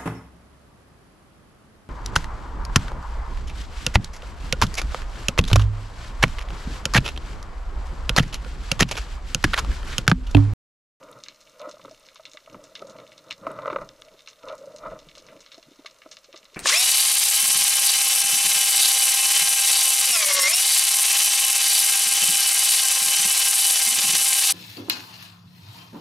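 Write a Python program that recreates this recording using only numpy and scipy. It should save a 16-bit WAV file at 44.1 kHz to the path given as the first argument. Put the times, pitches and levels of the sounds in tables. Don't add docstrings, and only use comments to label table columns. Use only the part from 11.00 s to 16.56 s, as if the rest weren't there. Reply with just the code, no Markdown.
import sys
import numpy as np
from scipy import signal
from scipy.io import wavfile
from scipy.ndimage import uniform_filter1d

SR = 44100
rng = np.random.default_rng(int(sys.argv[2]) if len(sys.argv) > 2 else 0)


def amplitude_ratio(level_db):
    exponent = np.asarray(level_db, float) / 20
    return 10 ** exponent


def dump_mix(stems):
    frames = np.atleast_2d(stems).T
    limited = np.clip(frames, -1, 1)
    pcm = np.round(limited * 32767).astype(np.int16)
    wavfile.write(sys.argv[1], SR, pcm)


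N = 245195

# time in seconds, peak in dB, wall mode in Hz, lid re peak in dB.
SLIPS = [(0.6, -27, 590, -11), (0.768, -35, 635, -10), (0.795, -37, 540, -3), (0.848, -28.5, 552, -3),
         (0.88, -30, 530, -7.5), (1.158, -53, 646, 11.5), (1.196, -29.5, 636, -11), (1.475, -30.5, 632, -9),
         (1.544, -33.5, 614, 2.5), (1.822, -22.5, 614, -8.5), (1.944, -45, 596, 3), (2.309, -43, 540, 7),
         (2.435, -36, 520, -2.1), (2.467, -13, 635, -4.5), (2.588, -19, 586, -4), (2.631, -24, 592, -8),
         (2.657, -13, 584, -7), (2.678, -12, 560, -6), (2.7, -14.5, 603, -5.5), (2.729, -25.5, 514, 3.5),
         (2.76, -8.5, 562, -7), (2.785, -21.5, 510, -8), (2.816, -20, 584, -10), (3.275, -52.5, 447, 13),
         (3.835, -28.5, 648, -17), (4.173, -36, 573, -9), (4.847, -32.5, 635, -11), (5.06, -30.5, 631, -9),
         (5.342, -30, 615, -12.5)]
# frequency in Hz, bandwidth in Hz, level in dB.
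LID = [(812, 61, -14), (929, 49, -2), (1033, 55.5, 0), (1208, 53.4, 1), (1285, 54, 5.5), (1332, 101, 2.5),
       (1425, 84, -1), (1998, 86, -12.5), (2367, 78, -16.5), (2930, 87, -27), (3700, 340, -23.5)]
# frequency in Hz, bandwidth in Hz, level in dB.
PORT = [(1175, 97, 2.5), (1680, 144, -4), (2006, 51, 0.5), (2219, 110, -0.5), (2800, 295, -3.5),
        (3600, 188, -1), (4130, 294, -2.5), (5284, 520, -4), (6390, 460, -5), (7270, 640, -5.5),
        (7950, 4100, -13.5), (11400, 1300, -41.5)]


def rms_one(x):
    return x / np.sqrt(np.mean(x ** 2) + 1e-20)


def drift(rate):
    r = np.exp(-80 * np.pi * rate / SR)
    steps = rng.standard_normal(N // 40 + 2002)
    slow = signal.lfilter([1], [1, -2 * r, r * r], steps)[2000:]
    return np.interp(np.arange(N) / 40, np.arange(len(slow)), rms_one(slow))


def resonance(x, hz, width_hz):
    r = np.exp(-np.pi * width_hz / SR)
    zeros = np.array([1, 0, -1]) * (1 - r * r) / 2
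    poles = [1, -2 * r * np.cos(2 * np.pi * hz / SR), r * r]
    return signal.lfilter(zeros, poles, x)


def body(x, modes):
    return sum((-1) ** k * amplitude_ratio(db) * resonance(x, hz, width) for k, (hz, width, db) in enumerate(modes))


def band(x, kind, hz, order=2):
    return signal.sosfilt(signal.butter(order, hz, kind, fs=SR, output="sos"), x)


def grains(per_s, spread_db):
    signs = rng.choice([-1, 1], N)
    sizes = amplitude_ratio(spread_db * np.minimum(rng.exponential(1, N), 4)) * signs
    return sizes * (rng.random(N) < per_s / SR) + 1e-18


def add(out, s, sound, peak_db):
    at = round(s * SR)
    out[at:at + len(sound)] += (amplitude_ratio(peak_db) * sound / np.max(np.abs(sound)))[:N - at]


def swells(start_s, hold_s, peak_db, rest_db, rise_db_per_s, fall_db_per_s):
    t = np.arange(0, N, 64)[:, None] / SR
    rise_db = rise_db_per_s * np.maximum(start_s - t, 0)
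    fall_db = fall_db_per_s * np.maximum(t - start_s - hold_s, 0)
    power = amplitude_ratio(2 * rest_db) + amplitude_ratio(2 * (peak_db - rise_db - fall_db)).sum(axis=1)
    return np.interp(np.arange(N) / SR, t[:, 0], np.sqrt(power))


def knock(t, hz, rise_s, fall_s):
    swell = np.sin(np.pi / 2 * np.clip(t / rise_s, 0, 1)) ** 2
    ring_out = np.exp(-(np.maximum(t - rise_s, 0) / fall_s) ** 2)
    return np.sin(2 * np.pi * hz * t) * swell * ring_out


def hiss():
    shared_db, apart_db, tilt = -65, -72, 0.62
    shared, apart = band(rng.standard_normal((2, N)), "high", 210)
    shared = amplitude_ratio(shared_db) * rms_one(signal.lfilter([1], [1, -tilt], shared))
    return shared + amplitude_ratio(apart_db) * band(apart, "low", 18000, order=1) * [[1], [-1]]


def rub():
    # start in seconds, hold in seconds, wall in dB, lid and barrel re wall in dB.
    strokes = [(0.0, 0.18, -50.5, -1.7, -7.5), (0.218, 0.087, -72, -2, 8), (0.626, 0.047, -44, -9.5, -23),
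               (0.65, 0.017, -52, 8.5, -15), (0.702, 0.1, -62.5, -4, -1), (0.84, 0.059, -56, -5.5, 2),
               (1.497, 0.58, -58.5, -6, -4), (1.552, 0.011, -51.5, -12, 2.5),
               (1.813, 0.21, -48.5, -5.5, -6), (2.083, 0.53, -59.5, -4.5, -2),
               (2.46, 0.36, -40, -3.5, -6.5), (2.65, 0.024, -45, 9, -15.5), (2.84, 0.083, -53, -5.5, -3.5),
               (3.003, 0.22, -59.5, -12, -9), (3.482, 0.036, -39.5, -1.5, -16),
               (3.575, 0.25, -49, -12, -9.5), (3.855, 0.012, -39, 1, -14), (3.882, 0.085, -43, -6, -6),
               (3.993, 0.24, -62, -11, -3), (4.261, 0.099, -50, -6.5, -6.5)]
    resting_db = (-63.5, -66.5, -72.5)
    # frequency in Hz, bandwidth in Hz, level in dB.
    wall_modes = [(419.6, 144, -16), (496.7, 36, -2.5), (538, 37, -0.5), (635, 42, 0)]
    # frequency in Hz, bandwidth in Hz, level in dB.
    barrel_modes = [(123, 44.5, 1), (203.6, 21.3, 0), (296.6, 52, 0)]
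    rise_db_per_s, fall_db_per_s = 313, 283
    s, hold_s, db, lid_db, barrel_db = np.transpose(strokes)
    on_wall, on_lid, on_barrel = (swells(s, hold_s, db + re_db, rest_db, rise_db_per_s, fall_db_per_s)
                                  for re_db, rest_db in zip((0, lid_db, barrel_db), resting_db))
    uneven = rms_one(grains(3000, spread_db=3.5)) * amplitude_ratio(2.36 * drift(36))
    friction = band(uneven, "low", 2840)
    wall = rms_one(band(body(friction, wall_modes), "band", [360, 720]))
    lid = rms_one(band(body(friction, LID), "high", 740))
    deep = (on_barrel * amplitude_ratio(45)) ** 0.073 * body(friction, barrel_modes[:1])
    barrel = rms_one(band(deep - body(friction, barrel_modes[1:]), "high", 116))
    return on_wall * wall + on_lid * lid + on_barrel * barrel


def reef():
    # time in seconds, peak in dB.
    shoves = [(0.03, -70), (0.27, -72), (0.88, -68), (1.57, -63), (1.87, -76), (2.12, -75), (2.46, -61),
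              (2.7, -57), (2.8, -54.5), (3.47, -65), (3.89, -54), (4.1, -56.5)]
    crackle_db, calm_db = -60.5, -76.5
    rise_db_per_s, fall_db_per_s = 152, 69
    sway_hz, sway_s = 30.2, 0.036
    t = np.arange(round(0.044 * SR)) / SR
    shape = np.exp(-t / 0.0009) + amplitude_ratio(-9.5) * np.exp(-t / 0.0075)
    clicks = amplitude_ratio(-8) * rng.standard_normal(N)
    for hz in (2340, 3230, 4970, 6750, 7800):
        echo = rms_one(resonance(rng.standard_normal(len(t)) * shape, hz, 1.1 * hz))
        born = grains(60 * amplitude_ratio(4.6 * drift(6)), spread_db=5)
        clicks = clicks + 0.28 * rms_one(signal.fftconvolve(born, echo)[:N])
    crackle = rms_one(band(body(clicks, PORT), "high", 1500))
    surge = rms_one(band(band(rng.standard_normal(N), "low", 41, order=3), "high", 10))
    s, db = np.transpose(shoves)
    coarse = np.arange(0, N, 64)
    since = coarse / SR - s[:, None]
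    sway = np.sum(np.cos(2 * np.pi * sway_hz * since) * np.exp(-(since / sway_s) ** 2), axis=0)
    surge = surge + 1.1 * np.interp(np.arange(N), coarse, sway)
    push = swells(s, 0, db, calm_db, rise_db_per_s, fall_db_per_s)
    return amplitude_ratio(crackle_db) * crackle + push * surge


def thuds():
    # time in seconds, peak in dB, mode in Hz.
    blows = [(0.031, -48, 293), (0.144, -54, 125), (0.671, -37.5, 302), (0.849, -40, 300),
             (1.339, -52, 298), (1.496, -62, 283), (1.545, -39.5, 270), (1.816, -36, 388),
             (2.412, -43, 193), (2.468, -32, 287), (2.724, -27, 347), (3.139, -45.5, 410),
             (3.436, -46.5, 286), (3.839, -43, 315), (4.062, -48.5, 154), (4.193, -49, 318),
             (4.364, -46, 316), (4.577, -41, 313), (4.661, -53.5, 148), (4.68, -46, 285),
             (4.712, -44.5, 293), (4.788, -39.5, 283), (4.845, -48.5, 420), (5.057, -40.5, 304),
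             (5.282, -51, 370), (5.338, -41.5, 349), (5.427, -57, 205), (5.53, -52, 400)]
    out, t = np.zeros(N), np.arange(round(0.12 * SR)) / SR
    for (s, peak_db, hz), noise in zip(blows, rng.standard_normal((len(blows), len(t)))):
        rough = rms_one(resonance(noise, 1.2 * hz, 135)) * np.minimum(t / 0.0076, 1) * np.exp(-t / 0.015)
        add(out, s, knock(t, hz, 1.6 / hz, 2.8 / hz) + 0.59 * rough, peak_db)
    return out


def ticks():
    # time in seconds, peak in dB.
    thin_snaps = [(0.1146, -27), (0.5865, -37), (0.617, -27.5), (0.997, -32), (1.1463, -30), (1.36, -44),
                  (1.753, -36), (1.8216, -32), (1.8706, -42), (2.181, -37), (2.3096, -25.5), (2.5166, -27),
                  (3.015, -28), (3.2745, -35), (3.553, -29), (3.5804, -36), (4.0687, -36), (4.21, -46),
                  (4.318, -36), (4.1802, -29), (4.8635, -26.5)]
    out, t = np.zeros(N), np.arange(round(0.059 * SR)) / SR
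    for (s, peak_db), noise in zip(thin_snaps, rng.standard_normal((len(thin_snaps), len(t)))):
        add(out, s, band(noise * np.exp(-t / 0.00092), "band", [7000, 10800]), peak_db - 14)
    return out


def snaps():
    # time in seconds, peak in dB, centre in Hz, tail re peak in dB.
    near = [(0.237, -25.5, 5150, -8.5), (0.284, -24.5, 3700, -8.5), (0.6938, -33, 6860, -5),
            (1.1574, -34, 3700, -1.5), (1.253, -26, 3420, -2.5), (1.3339, -33.5, 5570, -5.5),
            (1.3712, -29, 2520, -6.5), (1.6397, -35, 6270, -3.5), (1.7527, -24.5, 3450, -3),
            (1.793, -35, 3630, -6), (2.1794, -33, 3860, -4.5), (2.3037, -31, 2860, -10),
            (2.3079, -18.5, 3220, -2), (2.3174, -38, 3600, 1), (2.3258, -24.5, 4160, -9),
            (2.8897, -30, 3420, -15), (3.0195, -29.5, 2950, -22), (3.274, -29, 3280, -3),
            (3.2855, -29.5, 5400, -3.87), (3.4844, -30.5, 3230, -1.5), (4.1523, -33, 3930, -3),
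            (4.1809, -31, 4600, -3), (4.405, -37.5, 6000, 3.5), (4.517, -35, 3700, 4),
            (4.5438, -33.5, 4230, -3.5), (4.8592, -29, 2380, -3.5), (4.8626, -25.5, 4130, -4),
            (5.1128, -31.5, 5030, 4), (5.1684, -30.5, 3600, -6), (5.36, -33, 4240, 5)]
    # time in seconds, peak in dB, centre in Hz.
    farther = [(4.462, -35, 3480), (0.261, -36.5, 2250), (0.412, -39, 5350), (0.595, -34.5, 4050),
               (0.6153, -34, 2400), (0.712, -32.5, 5000), (0.911, -38, 5200), (1.0863, -35.5, 3030),
               (1.3154, -38.5, 5560), (1.3607, -54, 2760), (1.87, -37.5, 7300), (1.8967, -35.5, 6360),
               (1.9853, -37.5, 2380), (2.1183, -37.5, 2800), (2.705, -31.5, 2120), (3.1918, -37, 3600),
               (3.5802, -38, 6470), (3.7617, -33.5, 6100), (3.784, -34.5, 5380), (5.375, -31, 5200),
               (3.99, -35, 4500), (4.0866, -35, 3700), (4.266, -36.5, 4560), (4.2856, -39, 2080),
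               (4.6274, -37.5, 3580), (5.0178, -37, 2080), (5.2443, -36.5, 4200), (5.3276, -33, 3000),
               (5.4532, -36, 3440), (5.5452, -33, 4520)]
    farther_tail_db = -4
    slip_hz, slip_db, slip_tail_db = 2160, -14, -10
    table = near + [(*row, farther_tail_db) for row in farther]
    table += [(s, db + lid_db + slip_db, slip_hz, slip_tail_db) for s, db, _, lid_db in SLIPS]
    out, t = np.zeros(N), np.arange(round(0.075 * SR)) / SR
    noises = rng.standard_normal((len(table), 2, len(t)))
    for (s, peak_db, hz, tail_db), (noise, lumps) in zip(table, noises):
        scatter = amplitude_ratio(4 * rms_one(uniform_filter1d(lumps, size=70)))
        crack = (noise + 4 * (t == 0)) * np.exp(-t / 0.0009)
        tail = noise * scatter * (1 - np.exp(-(t / 0.0023) ** 2)) * np.exp(-t / 0.014)
        for part, db, top in ((crack, -0.7, 1.6), (tail, tail_db - 4.5, 1.35)):
            coloured = band(resonance(part, hz, 0.76 * hz), "low", min(top * hz, 15000))
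            add(out, s, body(coloured, PORT), peak_db + db)
    return band(out, "high", 670)


def slips():
    # time in seconds, peak in dB, wall mode in Hz.
    creeps = [(0.615, -27.5, 583), (0.638, -28, 576), (0.654, -21, 590), (0.671, -21, 600),
              (0.686, -26, 591), (0.739, -29, 586), (0.91, -29.5, 633), (1.347, -32.5, 599),
              (1.592, -31, 590), (1.846, -26, 543), (1.989, -48, 510), (2.294, -33.5, 626),
              (2.521, -35, 544), (2.558, -35, 605), (3.077, -34.5, 635), (3.443, -28.5, 593),
              (3.471, -25, 596), (3.526, -18, 601), (3.613, -26, 533), (3.639, -25, 575),
              (3.672, -25.5, 534), (3.746, -26.5, 586), (3.824, -49, 580), (3.882, -20.5, 615),
              (3.924, -26, 632), (4.579, -33.5, 654), (5.29, -35.5, 545)]
    slip_rise_s, creep_rise_s, creep_lid_db = 0.0029, 0.006, -22
    ring_s, ring_per_rest, ring_max_s = 0.0017, 0.3, 0.012
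    table = [(*row, slip_rise_s) for row in SLIPS]
    table += [(*row, creep_lid_db, creep_rise_s) for row in creeps]
    table = sorted(table)
    out, t = np.zeros(N), np.arange(round(0.1 * SR)) / SR
    rests_s = np.diff([row[0] for row in table], append=N / SR)
    strengths_db = 3 * rng.standard_normal((len(table), len(LID)))
    for (s, peak_db, hz, lid_db, rise_s), rest_s, chance_db in zip(table, rests_s, strengths_db):
        fall_s = min(ring_s + ring_per_rest * rest_s, ring_max_s)
        wall = knock(t, hz, rise_s, fall_s) + 0.34 * knock(t, 0.929 * hz, rise_s, fall_s)
        lid = sum(amplitude_ratio(db + own_db) * knock(t, mode_hz, 1.06 * rise_s, 0.33 / width_hz)
                  for (mode_hz, width_hz, db), own_db in zip(LID, chance_db))
        add(out, s - 0.34 * rise_s, wall, peak_db - 9.5)
        add(out, s - 0.2145 * rise_s, lid, peak_db + lid_db - 1)
    return out


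def scene():
    return hiss() + rub() + reef() + thuds() + ticks() + snaps() + slips()


def roll_off(x):
    return signal.sosfilt(signal.butter(12, 16370, fs=SR, output="sos"), x)


def record(dry):
    top_hz = 15350
    unlike = dry + amplitude_ratio(-48) * np.roll(dry, 97, axis=1) * [[1], [-1]]
    steep = signal.ellip(12, 0.5, 70, top_hz, fs=SR, output="sos")
    return roll_off(signal.sosfilt(steep, unlike))


dry = scene()
out = record(dry)
dump_mix(out)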